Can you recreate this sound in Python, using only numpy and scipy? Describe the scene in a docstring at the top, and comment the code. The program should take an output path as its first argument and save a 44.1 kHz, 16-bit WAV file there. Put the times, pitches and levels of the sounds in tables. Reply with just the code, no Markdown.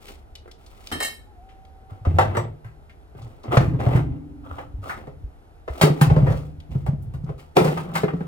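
"""A light scrape and a few knocks of a plastic washing-machine tub, then a steel bar clatters onto concrete.
The tub is tipped, rolled against a steel drum and banged down: its walls clack, its floor booms, the air
inside sings on, and its rim judders over grit. The bumped drum hums and a tool chinks once.
Behind it all: a short tail off the yard's walls, low neighbourhood rumble and a faint far-off whine."""
import sys
import numpy as np
from scipy import signal
from scipy.fft import rfft, irfft, next_fast_len
from scipy.io import wavfile
from scipy.ndimage import uniform_filter1d

SR = 44100
rng = np.random.default_rng(int(sys.argv[2]) if len(sys.argv) > 2 else 0)


def file_out(sig):
    """Save sig as 16-bit WAV at sys.argv[1]."""
    # one column per channel
    cols = np.atleast_2d(sig).T
    # limit, then scale
    lim = np.clip(cols, -1, 1)
    pcm = np.round(lim * 32767).astype(np.int16)
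    wavfile.write(sys.argv[1], SR, pcm)


N = 364707

# hits on the tub: t/s, body level/dB, body centre f/Hz, clack level/dB, crack level/dB, boom level/dB, t60/s
TUB_HITS = [(0.084, -40, 384, -44.5, -43, -62, 0.097), (.457, -37.5, 460, -54, -72, -54, 0.031),
            (.477, -41, 385, -46.5, -59, -55, 0.077), (.915, -27, 270, -27.5, -36, -32, .15),
            (.952, -28, 244, -38, -58, -43, 0.13), (1.005, -32, 584, -25, -63, -55, 0.16),
            (2.05, -26.5, 604, -53, -58, -32, 0.18), (2.066, -27, 259, -58, -68, -9, 0.24),
            (2.137, -45, 400, -67, -77, -12, .1), (2.185, -10, 750, -20, -32.5, -17, 0.12),
            (2.208, -18, 685, -25.5, -42, -35, 0.17), (2.349, -23.5, 430, -28, -48, -36, 0.15),
            (2.368, -16, 690, -28, -39, -21.5, 0.13), (2.393, -28, 480, -43, -58, -30, 0.11),
            (2.644, -55, 450, -47.5, -59, -29.5, 0.24), (3.149, -43, 477, -62, -72, -34.5, 0.11),
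            (3.523, -20, 650, -33, -59, -39, 0.074), (3.569, -6.5, 587, -11, -39, -3.5, 0.059),
            (3.605, -22.5, 280, -31, -46, -11.5, 0.37), (3.674, -40, 403, -62, -70, -12.5, .1),
            (3.736, -30.5, 330, -55, -81, -11.5, 0.36), (3.798, -27.5, 680, -41, -53, -36, 0.17),
            (3.862, -22, 545, -47, -68, -7.5, 0.11), (3.947, -29, 300, -41, -48, -6, 0.14),
            (3.958, -37, 400, -28.5, -41, -20, 0.17), (4.582, -32.5, 655, -35.5, -64, -55, 0.17),
            (4.893, -44, 764, -27, -43, -56, 0.24), (5.07, -35.5, 515, -65, -62, -34.5, 0.13),
            (5.678, -24.5, 602, -47, -65, -45, 0.11), (5.812, -13, 710, -14, -16.5, -16, 0.15),
            (5.83, -13, 400, -20, -24.5, -5.5, 0.17), (5.87, -16.5, 446, -52, -64, -36, 0.12),
            (5.898, -29, 446, -50, -64, -9.5, 0.084), (6.011, -20.5, 377, -16.5, -24.5, -3, .16),
            (6.098, -17.5, 550, -39, -58, -24, 0.14), (6.11, -30, 300, -55, -70, -5.5, .12),
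            (6.162, -18, 494, -40, -68, -10, .14), (6.223, -31, 450, -60, -76, -7.5, 0.12),
            (6.266, -25, 497, -31.5, -53, -20, 0.25), (6.301, -27, 450, -46, -46.5, -14, 0.29),
            (6.749, -31.5, 395, -63, -63, -15, 0.087), (6.863, -29, 630, -51, -46.5, -36, 0.12),
            (6.881, -34.5, 400, -55, -72, -11, .12), (6.93, -39, 400, -66, -75, -15.5, 0.064),
            (7.137, -42, 474, -47, -52.5, -26.5, 0.12), (7.233, -48, 400, -64, -70, -20, 0.11),
            (7.29, -29, 440, -56, -74, -23, .1), (7.566, -4.5, 414, -18, -26.5, -16, .18),
            (7.61, -16, 404, -42, -45, -11.5, 0.11), (7.644, -17, 504, -37, -33, -14, .16),
            (7.677, -27, 503, -26, -39, -18, .16), (7.772, -25.5, 740, -30.5, -40.5, -24.5, .13),
            (7.953, -44, 740, -16.5, -29, -28, 0.13), (8.033, -12.5, 390, -27, -62, -13, 0.11),
            (8.081, -46, 505, -25, -54, -47, 0.099), (8.134, -24.5, 347, -57, -77, -18.5, 0.1),
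            (8.205, -27, 350, -40.5, -70, -21.5, 0.13)]
# resonances among the wall's dense modes: f/Hz, nominal width/Hz, lift/dB
WALL_PEAKS = [(320, 23, 1.5), (360, 14, 5.5), (420, 35, 4.5), (513.7, 18, 3.5), (795, 50, 3), (1010, 26, 2),
              (1163, 43, 3), (1312, 72, 2.5), (1370, 34, 0), (1684, 13, -1), (1746, 21, -4), (1975, 43, 4),
              (2096, 62, 3.5), (2050, 20, 2.5), (2550, 42, -3), (2692, 90, 3.5), (3133, 22, 7.5),
              (3310, 60, -0.5), (3500, 25, 2), (3250, 17, -1.5)]
# tone of the wall's clack: f/Hz, level/dB
CLACK_TONE = [(300, -17.5), (750, 4.5), (1150, 5.5), (1600, 3.5), (2100, -3), (3000, -13), (5000, -32.5),
              (12000, -66.5)]
# tone of cracks and grit: f/Hz, level/dB
CRACK_TONE = [(800, -29), (2200, 2.5), (3300, -1.5), (5000, -6), (6500, -10), (8200, -7.5), (11000, -12.5),
              (15500, -12)]
# the floor's note climbs as the tub is tipped, then stood on end: t/s, f/Hz
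FLOOR_NOTE = [(2.1, 86), (2.35, 106.7), (3.55, 124), (3.96, 122.1), (5.83, 147), (6.3, 133.2), (7.3, 132.8),
              (7.6, 156), (8.1, 167.1)]
# shoves over the concrete: t/s, length/s, rub level/dB, rasp level/dB, grit level/dB, swell/dB
SHOVES = [(0, 0.11, -55.5, -57.5, -52, 6.5), (0.57, 0.49, -58.5, -57, -57.5, 21),
          (1.889, 0.099, -52, -56, -69, -13), (2.055, 0.19, -40, -67, -61, 9),
          (2.196, 0.24, -34.5, -44, -62, -5.5), (3.162, 0.24, -51, -60.5, -66.5, -8.5),
          (3.426, 0.15, -39.5, -48.5, -67, 4.5), (3.506, 0.052, -24, -27, -41.5, 1),
          (3.785, 0.18, -28.5, -43.5, -51, 1.5), (4.052, .12, -47, -80, -91, -4),
          (4.431, 0.165, -57, -44.5, -63.5, 8), (4.814, 0.067, -47, -42.5, -54.5, 12.5),
          (4.96, 0.027, -37.5, -49, -57.5, -1.5), (5.688, 0.14, -45.5, -47.5, -52, 18),
          (5.832, 0.24, -39, -47, -52, -4), (6.052, .28, -38, -48, -56, 3.5),
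          (6.35, 0.1, -55, -54, -54.5, -9), (6.701, .2, -53.5, -68, -65.5, -18),
          (7.257, 0.018, -46, -49.5, -68, 2), (7.374, 0.021, -48, -52, -52.5, 0.5),
          (7.551, 0.26, -32, -49, -43, -14), (7.83, 0.16, -41.5, -44.5, -62, 5),
          (7.933, 0.042, -47, -38, -39, 4), (8.046, 0.3, -53.5, -51.5, -65, 8)]
# tone of the rim's rub: f/Hz, level/dB
RUB_TONE = [(100, -24.5), (220, 6), (400, 1.5), (800, 1.5), (1400, -15.5), (2200, -15), (3500, -25.5),
            (8000, -78)]
# tone of the rim's rasp: f/Hz, level/dB
RIM_RASP_TONE = [(250, -33.5), (550, 6), (900, 0.5), (1300, 7.5), (1650, -10), (2200, -19.5), (3300, -15),
                 (5000, -47.5), (12000, -37)]
# the tub rolls on its edge: t/s, length/s, rumble level/dB, quiver level/dB, swell/dB
TUB_ROLLS = [(2.216, .3, -40, -29.5, -12.5), (3.137, .12, -51, -41.5, 12), (3.476, .1, -36.5, -31, -10),
             (3.596, 0.53, -30.5, -29, -4), (4.15, 1.12, -45.5, -57, 0), (6.057, 0.29, -22, -21.5, -2.5),
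             (6.367, 0.16, -36, -43, -2.5), (6.691, 0.66, -35.5, -36, -6), (7.58, 0.78, -45, -33.5, -10)]
# snaps of grit, splinters and the tub's brittle edge: t/s, level/dB, centre f/Hz, t60/s
DRY_SNAPS = [(0.08, -40.5, 3000, 0.045), (.353, -34.5, 3450, 0.03), (0.513, -41.5, 3860, 0.034),
             (0.662, -48.5, 4300, 0.052), (.872, -24.5, 3520, 0.0072), (1.488, -54, 1920, 0.22),
             (1.65, -51.5, 2900, 0.024), (2.895, -50.5, 1790, 0.12), (3.219, -52, 4060, 0.093),
             (3.432, -51, 3500, 0.14), (3.572, -22, 3240, 0.028), (4.894, -40, 1370, 0.068),
             (6.014, -27.5, 9900, .089), (6.321, -42, 4660, 0.028), (6.601, -46.5, 3000, 0.032),
             (6.715, -51, 2460, 0.058), (7.022, -56, 11000, .09), (7.243, -54, 4440, 0.024),
             (7.396, -47, 2500, .04), (7.568, -13.5, 2240, 0.013)]
# dull thuds on the ground: t/s, level/dB, f/Hz
GROUND_THUDS = [(1.914, -29.5, 95.7), (2.012, -32.5, 102), (4.512, -28, 75), (4.738, -22.5, 58),
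                (4.785, -27, 95), (5.237, -24, 51.6), (5.699, -22.5, 64.5), (6.58, -31, 78)]
# the bar's contacts: t/s, level/dB, share taken on the flank rather than the tip/0-1
BAR_CONTACTS = [(0.917, -44.5, 0.4), (0.923, -32.5, 0.32), (1.003, -30, 0.6), (1.027, -29, 1),
                (1.049, -33.5, 1)]
# the bar's modes: f/Hz, tip-struck level/dB, flank-struck level/dB, t60/s before extra damping
BAR_MODES = [(1749, 1, -4, 0.31), (1841, -4, 0, 0.3), (2178, -7, -1, 0.24), (2515, -20, -22, 0.31),
             (2625, -17, -16, 0.33), (2766, -10, -6, 0.29), (3116, 3, -4, 0.33), (3327, -17, -16, 0.32),
             (3877, -12, -7, 0.29), (3957, -12, -7, 0.29), (4310, -10, -10, 0.28), (4983, -18, -9, 0.22),
             (5286, -13, -13, 0.31), (5601, -23, -15, 0.28), (6397, -22, -14, 0.23), (6905, -26, -6, 0.19),
             (7686, -21, -8, 0.19), (7996, -18, -9, 0.19), (8384, -11, -8, 0.21), (8724, -16, -11, 0.21),
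             (9224, -18, -14, 0.24), (9789, -20, -18, 0.25), (10427, -17, -11, 0.26),
             (10625, -19, -12, 0.27), (11200, -23, -19, 0.34), (11674, -25, -15, 0.22),
             (12538, -30, -12, 0.19), (13459, -23, -16, 0.23), (14486, -25, -14, 0.21),
             (14657, -24, -13, 0.21)]
# bumps against the drum: t/s, level/dB
DRUM_BUMPS = [(3.571, -37.5), (3.951, -36), (5.832, -37)]
# the drum's modes: f/Hz, level/dB, t60/s
DRUM_MODES = [(249, 3.5, 1.8), (267.3, 3, 1.9), (270, 3, 1.7), (293, -11, 1.5), (290.7, -3, 2.9),
              (302, -5.5, 1.5), (313, 0.5, 1.2), (392, -15, 3.2), (443, -20, 1), (507, -18, 2.3)]
# a steel tool's modes: f/Hz, level/dB, t60/s
TOOL_MODES = [(4970, -56, 0.19), (5800, -44.5, 0.13), (6530, -48, 0.12), (7720, -40.5, 0.19),
              (8700, -46, 0.11), (9760, -49, 0.13), (11730, -58, 0.16), (12580, -57, 0.16)]
# path of the far-off whine: t/s, f/Hz, level/dB
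FAR_WHINE = [(1.27, 830, -57), (1.308, 857, -54.5), (1.35, 744, -60), (1.4, 706, -47.5), (1.441, 766, -50),
             (1.6, 767, -53.5), (1.951, 766, -53), (2.05, 763, -58)]
# tone of the neighbourhood: f/Hz, level/dB
AMBIENCE_TONE = [(12, -30), (20, 0.5), (72, 2), (163, -17), (301, -17.5), (399, -15), (542, -21.5),
                 (759, -15.5), (1090, -28), (1330, -24.5), (1610, -31), (6720, -48), (12800, -47.5),
                 (16000, -69.5)]
# stereo width: f/Hz, likeness of left and right/0-1
STEREO_LIKENESS = [(30, 0.13), (70, 0.73), (140, 0.45), (260, 0.98), (500, 0.87), (1200, 0.33),
                   (4000, 0.92), (14000, .6)]
# stereo phase: f/Hz, lead of the left side/rad
LEFT_LEAD = [(40, .1), (150, 0.057), (300, 0.71), (600, 1.46), (1200, 2.6), (4000, 1.78), (14000, 1.5)]
# the tub stands a little to the left: f/Hz, left minus right level/dB
TUB_PAN = [(100, -1.5), (450, 0.5), (1100, 1), (2500, 2), (5000, 0.5), (13000, 1.5)]


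def tub_knocks():
    """Each hit wakes the hollow body, the stiff wall and a crack at the point of contact."""
    out = np.zeros((2, N))
    for s, body_db, body_hz, clack_db, crack_db, _, t60 in TUB_HITS:
        def colour(hz):
            body = amp(body_db) * unit(hump(hz, body_hz, sharpness=1.0) * tub_wall(hz))
            clack = amp(clack_db) * unit(amp(curve(CLACK_TONE, hz)) * tub_wall(hz))
            crack = amp(crack_db) * unit(amp(curve(CRACK_TONE, hz)))
            return np.sqrt(body ** 2 + clack ** 2 + crack ** 2)
        add(out, s, burst(colour, t60, tick=0.14))
    return out


def tub_wall(hz):
    """The wall's resonances, as a set of bell-shaped boosts and cuts."""
    return amp(sum(db * np.exp(-2.8 * ((hz - f) / (1.3 * width)) ** 2) for f, width, db in WALL_PEAKS))


def tub_booms(cavity_hz=152.6, cavity_db=-14, cavity_t60=0.73, build_s=0.02, lag_s=0.002, cycles=19):
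    """Each hit sets the tub's floor swinging; the air inside takes up the energy and sings on."""
    out, t = np.zeros((2, N)), np.arange(SR) / SR
    build = 1 - np.exp(-(t / build_s) ** 2)
    cavity = build * amp(cavity_db - 60 * t / cavity_t60) * np.sin(2 * np.pi * cavity_hz * t)
    for s, *_, boom_db, _ in TUB_HITS:
        hz = np.interp(s, *np.transpose(FLOOR_NOTE))
        add(out, s + lag_s, amp(boom_db) * swing(hz, t60=cycles / hz))
        add(out, s + lag_s, amp(boom_db) * cavity)
    return out


def swing(hz, t60, rise_s=0.0051, sag=0.054):
    """A low note that sags as the flex relaxes, with slower rocking below and a short overtone above."""
    t = np.arange(SR // 2) / SR
    sides = np.array([[-1], [1]])
    envelope = (1 - np.exp(-(t / rise_s) ** 2)) * amp(-60 * t / t60)
    turns = np.cumsum(hz * (1 + sag * np.exp(-t / 0.028))) / SR
    flex = np.sin(2 * np.pi * turns + 0.12 * sides)
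    rock = np.exp(-t / 0.015) * np.sin(2 * np.pi * (0.666 * turns + rng.random()) + 0.6 * sides)
    overtone = amp(-60 * t / 0.11) * np.sin(2 * np.pi * (1.5 * turns + rng.random()) - 0.4 * sides)
    return envelope / envelope.max() * (flex + amp(-11) * (rock + overtone))


def tub_scrapes():
    """With each shove the rim judders over the concrete, rasps and crushes grit."""
    s, length, rub_db, rasp_db, grit_db, swell_db = np.transpose(SHOVES)
    rub = stream(slips(per_s=900), lambda hz: amp(curve(RUB_TONE, hz)) * tub_wall(hz))
    grit = stream(slips(per_s=2500), lambda hz: amp(curve(CRACK_TONE, hz)))
    rasp = stream(slips(per_s=520), lambda hz: amp(curve(RIM_RASP_TONE, hz)) * tub_wall(hz))
    return sum(sound * strokes(s, length, db, swell_db, attack_s=0.02, t60=0.29)
               for sound, db in [(rub, rub_db), (rasp, rasp_db), (grit, grit_db)])


def slips(per_s, judder_db=2.0):
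    """Uneven stick-slip clicks over a fine hiss, surging as the rim grips and lets go."""
    sizes = rng.exponential(1, N) * (rng.random(N) < per_s / SR)
    grip = wobble(N, span=400)
    clicks = unit(sizes * rng.choice([-1., 1.], (2, N)))
    hiss = 0.83 * rng.standard_normal((2, N))
    return amp(judder_db * grip) * (clicks + hiss)


def tub_rolls(rumble_hz=75, jolt_hz=14):
    """The rolling weight rumbles, and small jolts keep the floor quivering at its own note."""
    s, length, rumble_db, quiver_db, swell_db = np.transpose(TUB_ROLLS)
    rumble = stream(rng.standard_normal((2, N)), lambda hz: hump(hz, rumble_hz, sharpness=1.03))
    lowpass = signal.butter(2, jolt_hz, fs=SR, output="sos")
    jolts = signal.sosfilt(lowpass, rng.standard_normal(N) + 1j * rng.standard_normal(N))
    turns = np.cumsum(np.interp(np.arange(N) / SR, *np.transpose(FLOOR_NOTE))) / SR
    quiver = unit(np.sqrt(abs(jolts)) * np.sin(2 * np.pi * turns + np.angle(jolts)))
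    return sum(sound * strokes(s, length, db, swell_db, attack_s=0.014, t60=0.22)
               for sound, db in [(rumble, rumble_db), (quiver, quiver_db)])


def grit_snaps(crack_db=-17):
    """Grit and splinters snap: one band of noise with a little broad crack under it."""
    out = np.zeros((2, N))
    for s, db, centre_hz, t60 in DRY_SNAPS:
        def colour(hz):
            return amp(db) * (hump(hz, centre_hz, sharpness=1.1) + amp(crack_db + curve(CRACK_TONE, hz)))
        add(out, s, burst(colour, t60, tick=0.33))
    return out


def ground_thuds(t60=0.17):
    """Soft, low thuds with no clack."""
    out = np.zeros((2, N))
    for s, db, hz in GROUND_THUDS:
        add(out, s, amp(db) * swing(hz, t60))
    return out


def steel_bar(jangle_db=-5, smear_hz=90, damping=1.25, twin_db=-8, detune=0.008, db_per_octave=1.5):
    """The bar lands tip first and rattles flat; every contact adds energy to its modes."""
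    out, t = np.zeros((2, N)), np.arange(SR) / SR
    hz, tip_db, flank_db, t60 = np.transpose(BAR_MODES)[:, :, None]
    bright_db = db_per_octave * np.log2(hz / hz[0])  # the higher modes ring a little louder
    energy, landing_s = 0, BAR_CONTACTS[0][0]
    for s, db, flank in BAR_CONTACTS:
        mode_db = tip_db + flank * (flank_db - tip_db) + bright_db
        age = t - (s - landing_s)
        energy = energy + (age >= 0) * amp(db + mode_db - 60 * damping * abs(age) / t60) ** 2

        def jangle(f):  # chatter on the concrete smears each mode into a narrow band
            bands = amp(mode_db) / (1 + ((f - hz) / smear_hz) ** 2) ** 2
            return amp(db + jangle_db) * unit(bands.sum(0))
        add(out, s, burst(jangle, t60=0.38, tick=0.25))
    # the bar bends in two planes, so each mode has a weaker twin close by
    twin_hz = hz * (1 + detune * rng.standard_normal(hz.shape))
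    for plane_db, plane_hz in (0, hz), (twin_db, twin_hz):
        phase = rng.uniform(0, 2 * np.pi, hz.shape) + np.array([-0.7, 0.7])[:, None, None]
        modes = np.sqrt(energy) * np.sin(2 * np.pi * plane_hz * t + phase)
        add(out, landing_s, amp(plane_db) * modes.sum(1))
    return out


def tool_chink(at_s=2.368):
    """A steel tool on the ground rings once, high and short."""
    out = np.zeros((2, N))
    add(out, at_s, ring(TOOL_MODES, spread_rad=0.94))
    return out


def drum_hum():
    """The steel drum's close, low modes hum on after each bump."""
    out = np.zeros((2, N))
    for s, db in DRUM_BUMPS:
        add(out, s, amp(db) * ring(DRUM_MODES, spread_rad=0.39))
    return out


def yard_reverb(x, wet_db=-12, echoes_per_s=3000, predelay_s=0.014):
    """Nearby walls return a short tail with little bass."""
    t60 = [(200, 0.68), (1000, 0.22), (4000, 0.26), (14000, 0.066)]  # f/Hz, t60/s
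    tone = [(100, -6.5), (300, -1.0), (3000, 1), (14000, 7.5)]  # f/Hz, level/dB
    echoes = rng.choice([-1., 1.], (2, SR)) * (rng.random((2, SR)) < echoes_per_s / SR)
    echoes *= np.arange(SR) / SR > predelay_s
    hz, t, spectra = signal.stft(echoes, SR, nperseg=256)
    fade = amp(curve(tone, hz)[:, None] - 60 * t / curve(t60, hz)[:, None])
    _, tail = signal.istft(spectra * fade, SR, nperseg=256)
    return amp(wet_db) * signal.fftconvolve(x, tail / np.linalg.norm(tail[0]), axes=1)[:, :N]


def far_whine():
    """One faint, wavering tone in the distance."""
    s, hz, db = np.transpose(FAR_WHINE)
    t = np.arange(N) / SR
    turns = np.cumsum(np.interp(t, s, hz)) / SR
    return amp(np.interp(t, s, db, left=-120, right=-120)) * np.sin(2 * np.pi * turns)


def neighbourhood(level_db=-47.5):
    """A steady bed of low outdoor rumble."""
    return amp(level_db) * stream(rng.standard_normal((2, N)), lambda hz: amp(curve(AMBIENCE_TONE, hz)))


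def burst(colour, t60, tick, ripple_db=3.0, rattles_per_s=70, size=16384):
    """A sharp contact, then countless overlapping modes dying together while the edge chatters."""
    t, hz = np.arange(size) / SR, np.fft.rfftfreq(size, 1 / SR)
    rattles = rng.exponential(1, size) * (rng.random(size) < rattles_per_s / SR)
    chatter = signal.lfilter([1], [1, -np.exp(-1 / (0.0044 * SR))], rattles)
    decay = amp(-60 * t / t60)
    envelope = decay * (7.2 + 0.42 * np.minimum(chatter, 2)) + tick * np.exp(-t / 0.0008)
    envelope *= 1 - np.exp(-t / 0.00082)  # the material gives a little before it cracks
    spectrum = stereo(rfft(rng.standard_normal((2, size)) * envelope), hz)
    spectrum /= np.sqrt(uniform_filter1d(abs(spectrum) ** 2, size=101))  # a short hit feeds all bands
    ripple = unit(amp(ripple_db * wobble(len(hz), span=25)))  # the spot struck favours some modes
    fade_out = np.sqrt(np.clip(1.6 - 2 * t / t[-1], 0, 1))
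    return irfft(spectrum * causal(colour(hz) * ripple)) * np.linalg.norm(decay) * fade_out


def ring(modes, spread_rad):
    """Dying modes, each with its own phase left and right."""
    t = np.arange(int(SR * max(t60 for _, _, t60 in modes))) / SR
    phases = rng.uniform(0, 2 * np.pi, (len(modes), 1, 1))
    phases = phases + spread_rad * rng.standard_normal((len(modes), 2, 1))
    return sum(amp(db - 60 * t / t60) * np.sin(2 * np.pi * hz * t + phase)
               for (hz, db, t60), phase in zip(modes, phases))


def strokes(starts, lengths, levels_db, swells_db, attack_s, t60):
    """Envelope of a series of pushes: each sets in, swells or slackens, then dies away."""
    t, power = np.arange(N) / SR, np.zeros(N)
    for s, length, db, swell_db in zip(starts, lengths, levels_db, swells_db):
        during = (t >= s) & (t < s + length + 2 * t60)
        age = t[during] - s
        hold_db = swell_db * (np.minimum(age / length, 1) - 0.5)
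        release_db = -60 * np.maximum(age - length, 0) / t60
        power[during] += (np.minimum(age / attack_s, 1) * amp(db + hold_db + release_db)) ** 2
    return np.sqrt(power)


def stream(drive, colour):
    """Shapes a long two-channel excitation into a stereo texture of unit rms."""
    size = next_fast_len(N)
    hz = np.fft.rfftfreq(size, 1 / SR)
    return unit(irfft(stereo(rfft(drive, size), hz) * colour(hz), size)[:, :N])


def stereo(spectra, hz):
    """Blends two unrelated spectra into a partly alike pair, the left side leading."""
    left, other = spectra
    likeness = curve(STEREO_LIKENESS, hz)
    right = likeness * left + np.sqrt(1 - likeness ** 2) * other
    return np.array([left, right * np.exp(-1j * curve(LEFT_LEAD, hz))])


def pan_left(x):
    """Leans the mids and treble to the left."""
    size = next_fast_len(N)
    tilt_db = curve(TUB_PAN, np.fft.rfftfreq(size, 1 / SR)) * np.array([[0.5], [-0.5]])
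    return irfft(rfft(x, size) * amp(tilt_db), size)[:, :N]


def causal(gain):
    """A minimum-phase filter with this gain: it rings only after the hit."""
    log_gain = np.log(np.maximum(gain, gain.max() * 1e-5))
    mirrored = np.r_[log_gain, log_gain[-2:0:-1]]
    return np.exp(np.conj(signal.hilbert(mirrored)))[:len(gain)]


def hump(hz, centre_hz, sharpness):
    """A broad resonance with steep skirts and unit power."""
    ratio = (hz + 1) / centre_hz
    return unit(1 / (1 + (sharpness * (ratio - 1 / ratio)) ** 2))


def wobble(count, span):
    """A smooth random curve of unit rms."""
    return unit(uniform_filter1d(uniform_filter1d(rng.standard_normal(count), span), span))


def curve(points, hz):
    """Reads a curve on a log-frequency axis."""
    f, value = np.transpose(points)
    return np.interp(np.log(hz + 1), np.log(f + 1), value)


def add(mix, s, sound):
    """Mixes a sound in at time s."""
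    part = mix[:, round(s * SR):][:, :sound.shape[-1]]
    part += sound[..., :part.shape[1]]


def amp(db):
    """Decibels to gain."""
    return 10 ** (np.asarray(db) / 20)


def unit(x):
    """Scales to an rms of one."""
    return x / np.sqrt(np.mean(abs(x) ** 2) + 1e-20)


def scene():
    """Plastic and steel up front with the yard's reverb; the low end and the background stay dry."""
    tub = pan_left(tub_knocks() + grit_snaps() + tub_scrapes())
    near = tub + steel_bar() + tool_chink() + drum_hum()
    tail = yard_reverb(near)
    low_end = tub_booms() + tub_rolls() + ground_thuds()
    return near + tail + low_end + far_whine() + neighbourhood()


def record(dry, cutoff_hz=16100):
    """A soft clip rounds the loudest peaks, then a steep low-pass trims the top."""
    rounded = dry / (1 + dry ** 8) ** (1 / 8)
    lowpass = signal.firwin(301, cutoff_hz, window=("kaiser", 9), fs=SR)
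    return signal.oaconvolve(rounded, lowpass[None], "same")


dry = scene()
out = record(dry)
file_out(out)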